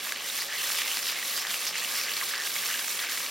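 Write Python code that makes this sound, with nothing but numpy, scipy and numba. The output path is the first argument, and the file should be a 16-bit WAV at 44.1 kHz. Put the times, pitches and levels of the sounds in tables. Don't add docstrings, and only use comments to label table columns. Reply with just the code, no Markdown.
import sys
import numpy as np
from scipy import signal
from scipy.fft import rfft, irfft
from scipy.io import wavfile
from scipy.ndimage import uniform_filter1d
from numba import njit

SR = 44100
rng = np.random.default_rng(int(sys.argv[2]) if len(sys.argv) > 2 else 0)


def voltage_ratio(decibels):
    exponent = np.asarray(decibels, float) / 20
    return 10 ** exponent


def digitize_waveform(pressure):
    field = np.atleast_2d(pressure).T
    bounded = np.clip(field, -1, 1)
    quanta = np.round(bounded * 32767).astype(np.int16)
    wavfile.write(sys.argv[1], SR, quanta)


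N = 145530

# (time [s], half length [s], treble loss [dB])
WAVES = [(0.0, .03, 5), (.18, .055, 8), (.51, .055, 9), (.835, .03, 4), (1.15, .04, 8), (1.455, .045, 7),
         (1.59, .025, 2), (1.745, .045, 9), (2.075, .035, 6), (2.2, .025, 2), (2.37, .055, 7),
         (2.75, .04, 2), (3.065, .045, 7), (3.28, .04, 3)]
# (time [s], level [dB])
HEAT = [
    (0, 1.5),
    (.3, 3),
    (.7, 6),
    (1.5, 5),
    (2.3, 5),
    (2.55, 5.1),
    (3.0, 5.5),
    (3.3, 4),
]
# (frequency [Hz], level [dB per Hz])
SIZZLE_TONE = [(700, -24), (1300, -7), (1900, -4), (2800, -2), (5000, -1), (7000, -6.5), (11000, -9.5),
               (15700, -19.5)]
# (frequency [Hz], level [dB per Hz])
FAN_TONE = [(40, -26), (105, -32), (125, -5), (200, -2.5), (500, 6.5), (800, 4), (1300, -8.5), (2500, -9.5)]
# (pitch [Hz], width [Hz], level [dB])
FAN_HUMPS = [(86, 23, -88), (127, 6.7, -76), (180, 16, -71.5), (247, 42, -67), (402, 42, -79),
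             (553.5, 23, -63.5), (1162, 190, -53)]
# (time [s], peak level [dB], pitch [Hz])
TICKS = [(0.0312, -21.5, 3500), (0.26, -20.0, 3200), (0.3245, -19.5, 3300), (0.3762, -19.0, 6100),
         (0.4003, -19.0, 4200), (0.6546, -18.0, 4300), (0.7022, -18.0, 1700), (0.7183, -16.5, 3900),
         (0.7457, -17.5, 2900), (0.7563, -17.0, 13000), (0.8037, -17.5, 3500), (0.8769, -17.0, 3500),
         (0.9818, -18.5, 4700), (0.9899, -17.5, 10800), (1.0288, -18.0, 6200), (1.0563, -15.5, 3200),
         (1.0691, -17.5, 4000), (1.0785, -17.0, 5300), (1.092, -17.5, 2800), (1.0981, -17.5, 4000),
         (1.1222, -17.5, 2500), (1.2969, -18.5, 6400), (1.3762, -14.0, 4800), (1.3852, -16.0, 3300),
         (1.4227, -19.0, 5900), (1.4698, -18.5, 3700), (1.5125, -17.0, 3900), (1.6176, -18.5, 5200),
         (1.6529, -17.0, 4700), (1.6672, -16.5, 5300), (1.691, -17.5, 3700), (1.7968, -18.0, 4000),
         (1.8141, -19.0, 13000), (1.8913, -18.5, 3300), (1.9007, -18.5, 3700), (1.9386, -17.5, 5200),
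         (1.9539, -19.0, 4900), (1.9881, -17.5, 4700), (2.0135, -17.0, 4100), (2.0366, -18.0, 5900),
         (2.1165, -18.0, 2900), (2.2927, -15.0, 4300), (2.3788, -15.0, 4500), (2.4664, -17.0, 3300),
         (2.4729, -18.0, 2300), (2.4988, -17.5, 12300), (2.5888, -18.5, 3000), (2.6588, -15.0, 4500),
         (2.6882, -17.5, 1700), (2.7021, -17.0, 4200), (2.7307, -17.5, 5200), (2.741, -18.0, 2800),
         (2.8809, -19.0, 2100), (2.9031, -17.5, 3000), (2.9292, -19.0, 7500), (3.121, -17.5, 4100),
         (3.148, -18.5, 9900), (3.2046, -20.0, 2000), (3.2493, -20.0, 2800), (3.2631, -18.5, 2800)]
# (time [s], peak level [dB], pitch [Hz], length of ring [cycles])
SPITS = [(.0498, -21, 4200, 4), (.0655, -21, 2000, 5), (.0697, -19, 1800, 3), (.0922, -18, 2700, 5),
         (.1216, -13, 2600, 3), (.1597, -23, 2900, 12), (.2987, -20, 3650, 22), (.4199, -19, 4900, 16),
         (.7861, -13, 3100, 7), (.817, -14, 2900, 8), (.8592, -18, 2300, 6), (.8804, -17, 2600, 7),
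         (.9138, -18, 2800, 18), (.9707, -14, 3600, 3), (1.2261, -17, 3150, 8), (1.4491, -19, 1700, 8),
         (1.506, -17, 4130, 8), (1.5419, -13, 2600, 5), (1.7545, -19, 2000, 10), (1.7645, -21, 2400, 6),
         (1.7814, -20, 6200, 5), (1.8467, -18, 2850, 14), (2.1365, -18, 4580, 14), (2.1665, -17, 4100, 14),
         (2.2119, -21, 1900, 18), (2.3371, -18, 1800, 9), (2.5621, -20, 2170, 30), (2.6359, -21, 2070, 8),
         (2.7117, -17, 2700, 10), (2.7916, -15, 3700, 6), (2.8442, -18, 2960, 4), (2.9917, -18, 2300, 4),
         (3.1732, -19, 2100, 7)]
# (time [s], peak level [dB])
SPLASHES = [
    (.787, -13),
    (2.168, -15),
    (2.794, -13),
    (3.1745, -13),
    (3.177, -15),
    (1.378, -15),
    (1.783, -16),
    (2.472, -16),
]
# (middle [s], half length [s], pitch [Hz], level [dB], pitch drift [share per half length])
SWARMS = [(0.201, 0.038, 2750, -43, .02), (0.419, 0.025, 4760, -38, .02), (.54, .05, 1900, -37.5, 0.057),
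          (.6, .04, 3140, -39.5, .04), (0.774, 0.028, 5040, -37.5, 0.013), (.788, 0.019, 3030, -38, .01),
          (.85, 0.052, 2300, -40.5, .03), (0.907, .035, 2760, -39, .05), (1.081, 0.048, 5000, -37, .02),
          (1.094, .03, 2930, -38, .01), (1.183, .04, 2110, -39, .05), (1.384, 0.042, 4770, -37, .02),
          (1.477, .04, 1830, -40.5, 0.025), (1.53, .025, 2820, -39, .01), (1.676, 0.035, 4940, -35, .01),
          (1.752, 0.021, 2700, -37, .01), (1.833, 0.022, 2780, -40, 0.023),
          (2.003, 0.057, 4970, -36.5, 0.019), (2.08, .02, 1800, -39, .01), (2.104, 0.042, 2760, -40, .01),
          (2.229, .008, 1110, -38, .05), (2.301, .027, 4900, -39, .01), (2.393, 0.052, 1750, -39.5, 0.0036),
          (2.339, .012, 1870, -37, .01), (2.728, 0.052, 1790, -38.5, .02), (2.731, .06, 2820, -40.5, .01),
          (3.03, 0.036, 1750, -36.5, -.05), (3.059, .05, 2400, -42, -.03), (3.089, 0.031, 1900, -42, .02)]
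# (frequency [Hz], side minus mid [dB])
WIDTH = [(110, -29), (300, -15), (750, -16.5), (1200, -25), (2400, -22), (5100, -22), (6000, -7.5),
         (7500, -3), (15000, -2)]

SIZZLE_DB, SIZZLE_PER_S, SIZZLE_CYCLES = -33.5, 22000, 6.5
COVER_HZ = 6260
RIM_HZ, RIM_WIDTH_HZ, RIM_DB = 12730, 1480, 8.5
BURST_SCATTER_DB, EVEN_HZ = 3.3, 11000
RAREST_SHARE = .004
FAN_DB = -51
BLIP_PER_S, BLIP_CYCLES, BLIP_DB = 280, 32.4, -37
CRACKLE_PER_S, CRACKLE_CYCLES, CRACKLE_DB = 220, 2.5, -31
TICK_CYCLES, TICK_TRIM_DB, TICK_EDGE_DB = 5, 1.5, -5
SPRAY_DROPS, SPRAY_S, SPRAY_DB, SPRAY_CYCLES = 9, .0022, -7.5, 6
CRACK_CYCLES, SPIT_CRACK_DB, SPIT_THUD_DB, SPIT_TRIM_DB = 2.5, -2, -24, 2
SWARM_PER_S, SWARM_SPREAD, SWARM_CYCLES, SWARM_SCATTER_DB = 320, .065, 14.0, 3.3
RIGHT_LEAN = 0.26
PAN_T60_S, PAN_WET_DB = .02, -17
TOP_HZ, BURST_LOW_HZ = 15950, 850


def level(x, db):
    return x * voltage_ratio(db) / np.sqrt(np.mean(x[0] ** 2))


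def read(table, hz):
    points = np.array(table)
    return np.interp(np.log(np.maximum(hz, 1)), np.log(points[:, 0]), points[:, 1])


def heat_at(t):
    return np.interp(t, *np.array(HEAT).T)


def walk(rate):
    k = int(SR / rate)
    steps = np.repeat(rng.standard_normal(N // k + 1), k)
    return 4.2 * uniform_filter1d(uniform_filter1d(steps, k), k)[:N]


@njit
def ring(out, start, hz, cycles, size, side, glide, rise, sr):
    for e in range(len(start)):
        w = 2 * np.pi * hz[e] / sr
        n = int(cycles[e] * sr / hz[e]) + 2
        z = size[e] + 0j
        turn = np.exp(1j * w - 5.5 / n)
        bend = np.exp(1j * w * glide / n)
        closed, q = 1., np.exp(-1 / (rise * n))
        for i in range(max(start[e], 0), min(start[e] + n, out.shape[1])):
            closed *= q
            out[0, i] += (1 - closed) * z.imag
            out[1, i] += (1 - closed) * (z * side[e]).imag
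            z *= turn
            turn *= bend
    return out


def bubbles(t, hz, cycles, db, glide, rise):
    hz = np.clip(hz, 100, .4 * SR)
    side = np.exp(2j * np.pi * rng.random(len(t))) - RIGHT_LEAN
    start = (t * SR).astype(np.int64)
    return ring(np.zeros((2, N)), start, hz, cycles + 0 * t, voltage_ratio(db), side,
                glide, max(rise, .001), float(SR))


def sizzle():
    u = rng.random((int(SIZZLE_PER_S * N / SR), 4)).T
    t = u[0] * N / SR
    hz = 700 * (16000 / 700) ** u[1]
    cover = sum(loss * np.exp(-((t - mid) / half) ** 2) for mid, half, loss in WAVES)
    cover = cover / (1 + (COVER_HZ / hz) ** 4)
    heat = heat_at(t) + 0.37 * walk(30.07)[(u[0] * N).astype(int)]
    rim = 20 * np.log10(1 + voltage_ratio(RIM_DB) / (1 + ((hz - RIM_HZ) / RIM_WIDTH_HZ) ** 2))
    tone = read(SIZZLE_TONE, hz) + 20 * np.log10(hz)
    scatter = BURST_SCATTER_DB / (1 + .5 * (hz / EVEN_HZ) ** 2)
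    db = tone + rim + heat - cover - scatter * np.log(u[2] + RAREST_SHARE)
    return level(bubbles(t, hz, SIZZLE_CYCLES * (.5 + u[3]), db, 0.28, 0.092), SIZZLE_DB)


def fan():
    f = np.arange(N // 2 + 1) * SR / N
    noise = rfft(rng.standard_normal((2, N)))
    out = level(irfft(noise * voltage_ratio(read(FAN_TONE, f)) / (1 + (f / 3000) ** 4), N), FAN_DB)
    for hz, width, db in FAN_HUMPS:
        hump = noise * 1j / (1 + (2 * (f - hz) / width) ** 2)
        out = out + level(irfft(hump, N), db)
    return out


def blips():
    u = rng.random((int(BLIP_PER_S * N / SR), 4)).T
    t = u[0] * N / SR
    db = BLIP_DB - 3.3 * np.log(u[2] + 10 * RAREST_SHARE) + heat_at(t)
    return bubbles(t, 1500 * 4.76 ** u[1], BLIP_CYCLES * (.5 + u[3]), db, 0.24, 0.13)


def crackle():
    u = rng.random((int(CRACKLE_PER_S * N / SR), 4)).T
    t, hz = u[0] * N / SR, 2100 * 2.5 ** u[1]
    db = CRACKLE_DB - 3 * np.log(u[2] + 20 * RAREST_SHARE) + heat_at(t)
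    body = bubbles(t, hz, CRACKLE_CYCLES * (1 + u[3]), db, .05, .02)
    return body + bubbles(t, 2.6 * hz, CRACKLE_CYCLES, db - 3, 0., .01)


def ticks():
    t, db, hz = np.array(TICKS, float).T
    db = db + TICK_TRIM_DB
    body = bubbles(t, hz, TICK_CYCLES, db, .05, .04)
    return body + bubbles(t, np.minimum(2.2 * hz, RIM_HZ), CRACK_CYCLES, db + TICK_EDGE_DB, 0., .01)


def spray():
    t, db = np.array([row[:2] for row in TICKS + SPITS + SPLASHES], float).T[:, :, None]
    u = rng.random((len(t), SPRAY_DROPS, 3))
    late = -SPRAY_S * np.log(1 - .95 * u[..., 0])
    hz = 1400 * 6 ** ((np.arange(SPRAY_DROPS) + u[..., 1]) / SPRAY_DROPS)
    size = db + SPRAY_DB + 5 * np.log10(hz / 4000) - 6 * u[..., 2]
    return bubbles((t + late).ravel(), hz.ravel(), SPRAY_CYCLES, size.ravel(), .1, .03)


def spits():
    t, db, hz, cycles = np.array(SPITS, float).T
    t, db = t + .0008, db + SPIT_TRIM_DB
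    blunt = 20 * np.log10(4 / cycles)
    body = bubbles(t, hz, cycles, db, .08, .03)
    crack = bubbles(t, 2.3 * hz, CRACK_CYCLES, db + SPIT_CRACK_DB + blunt / 2, 0., .01)
    thud = bubbles(t, .55 * hz, CRACK_CYCLES, db + SPIT_THUD_DB + blunt, 0., .03)
    return body + crack + thud


def swarms():
    out = 0
    for middle, half, hz, db, drift in SWARMS:
        u, g = rng.random((150, 3)).T, rng.standard_normal(150)
        place = (np.arange(len(g)) + u[2]) / (SWARM_PER_S * half) - 1.3
        fade = -7 * place ** 2 - 99 * (place > 1.3)
        scatter = -SWARM_SCATTER_DB * np.log(u[0] + 10 * RAREST_SHARE)
        size = fade + scatter + db + 10 * np.log10(hz / 2000) + 10.5
        pitch = hz * np.exp(SWARM_SPREAD * g + drift * np.clip(place, -2, 2))
        out = out + bubbles(middle + half * place, pitch, SWARM_CYCLES * (.5 + u[1]), size, 0.11, 0.066)
    return out


def pan(food):
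    t = np.arange(int(.08 * SR)) / SR
    tail = rng.standard_normal(len(t)) * np.exp(-np.log(1000) * t / PAN_T60_S) * (t > .0008)
    tail = tail[None] / np.sqrt(np.sum(tail ** 2))
    return food + voltage_ratio(PAN_WET_DB) * signal.fftconvolve(food, tail, axes=1)[:, :N]


def scene():
    food = sizzle() + swarms() + spits() + blips() + crackle() + ticks() + spray()
    food = signal.sosfilt(signal.butter(4, BURST_LOW_HZ, "high", fs=SR, output="sos"), food)
    mid, side = pan(food) + fan()
    f = np.arange(N // 2 + 1) * SR / N
    side = irfft(rfft(side) * voltage_ratio(read(WIDTH, f)), N)
    return np.array([mid + side, mid - side])


def band_limit(x):
    return signal.sosfilt(signal.butter(12, 17030, fs=SR, output="sos"), x)


def record(dry):
    mix = signal.sosfilt(signal.butter(2, 60, "high", fs=SR, output="sos"), dry)
    mix = signal.sosfilt(signal.ellip(10, .3, 70, TOP_HZ, fs=SR, output="sos"), mix)
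    return band_limit(mix)


dry = scene()
out = record(dry)
digitize_waveform(out)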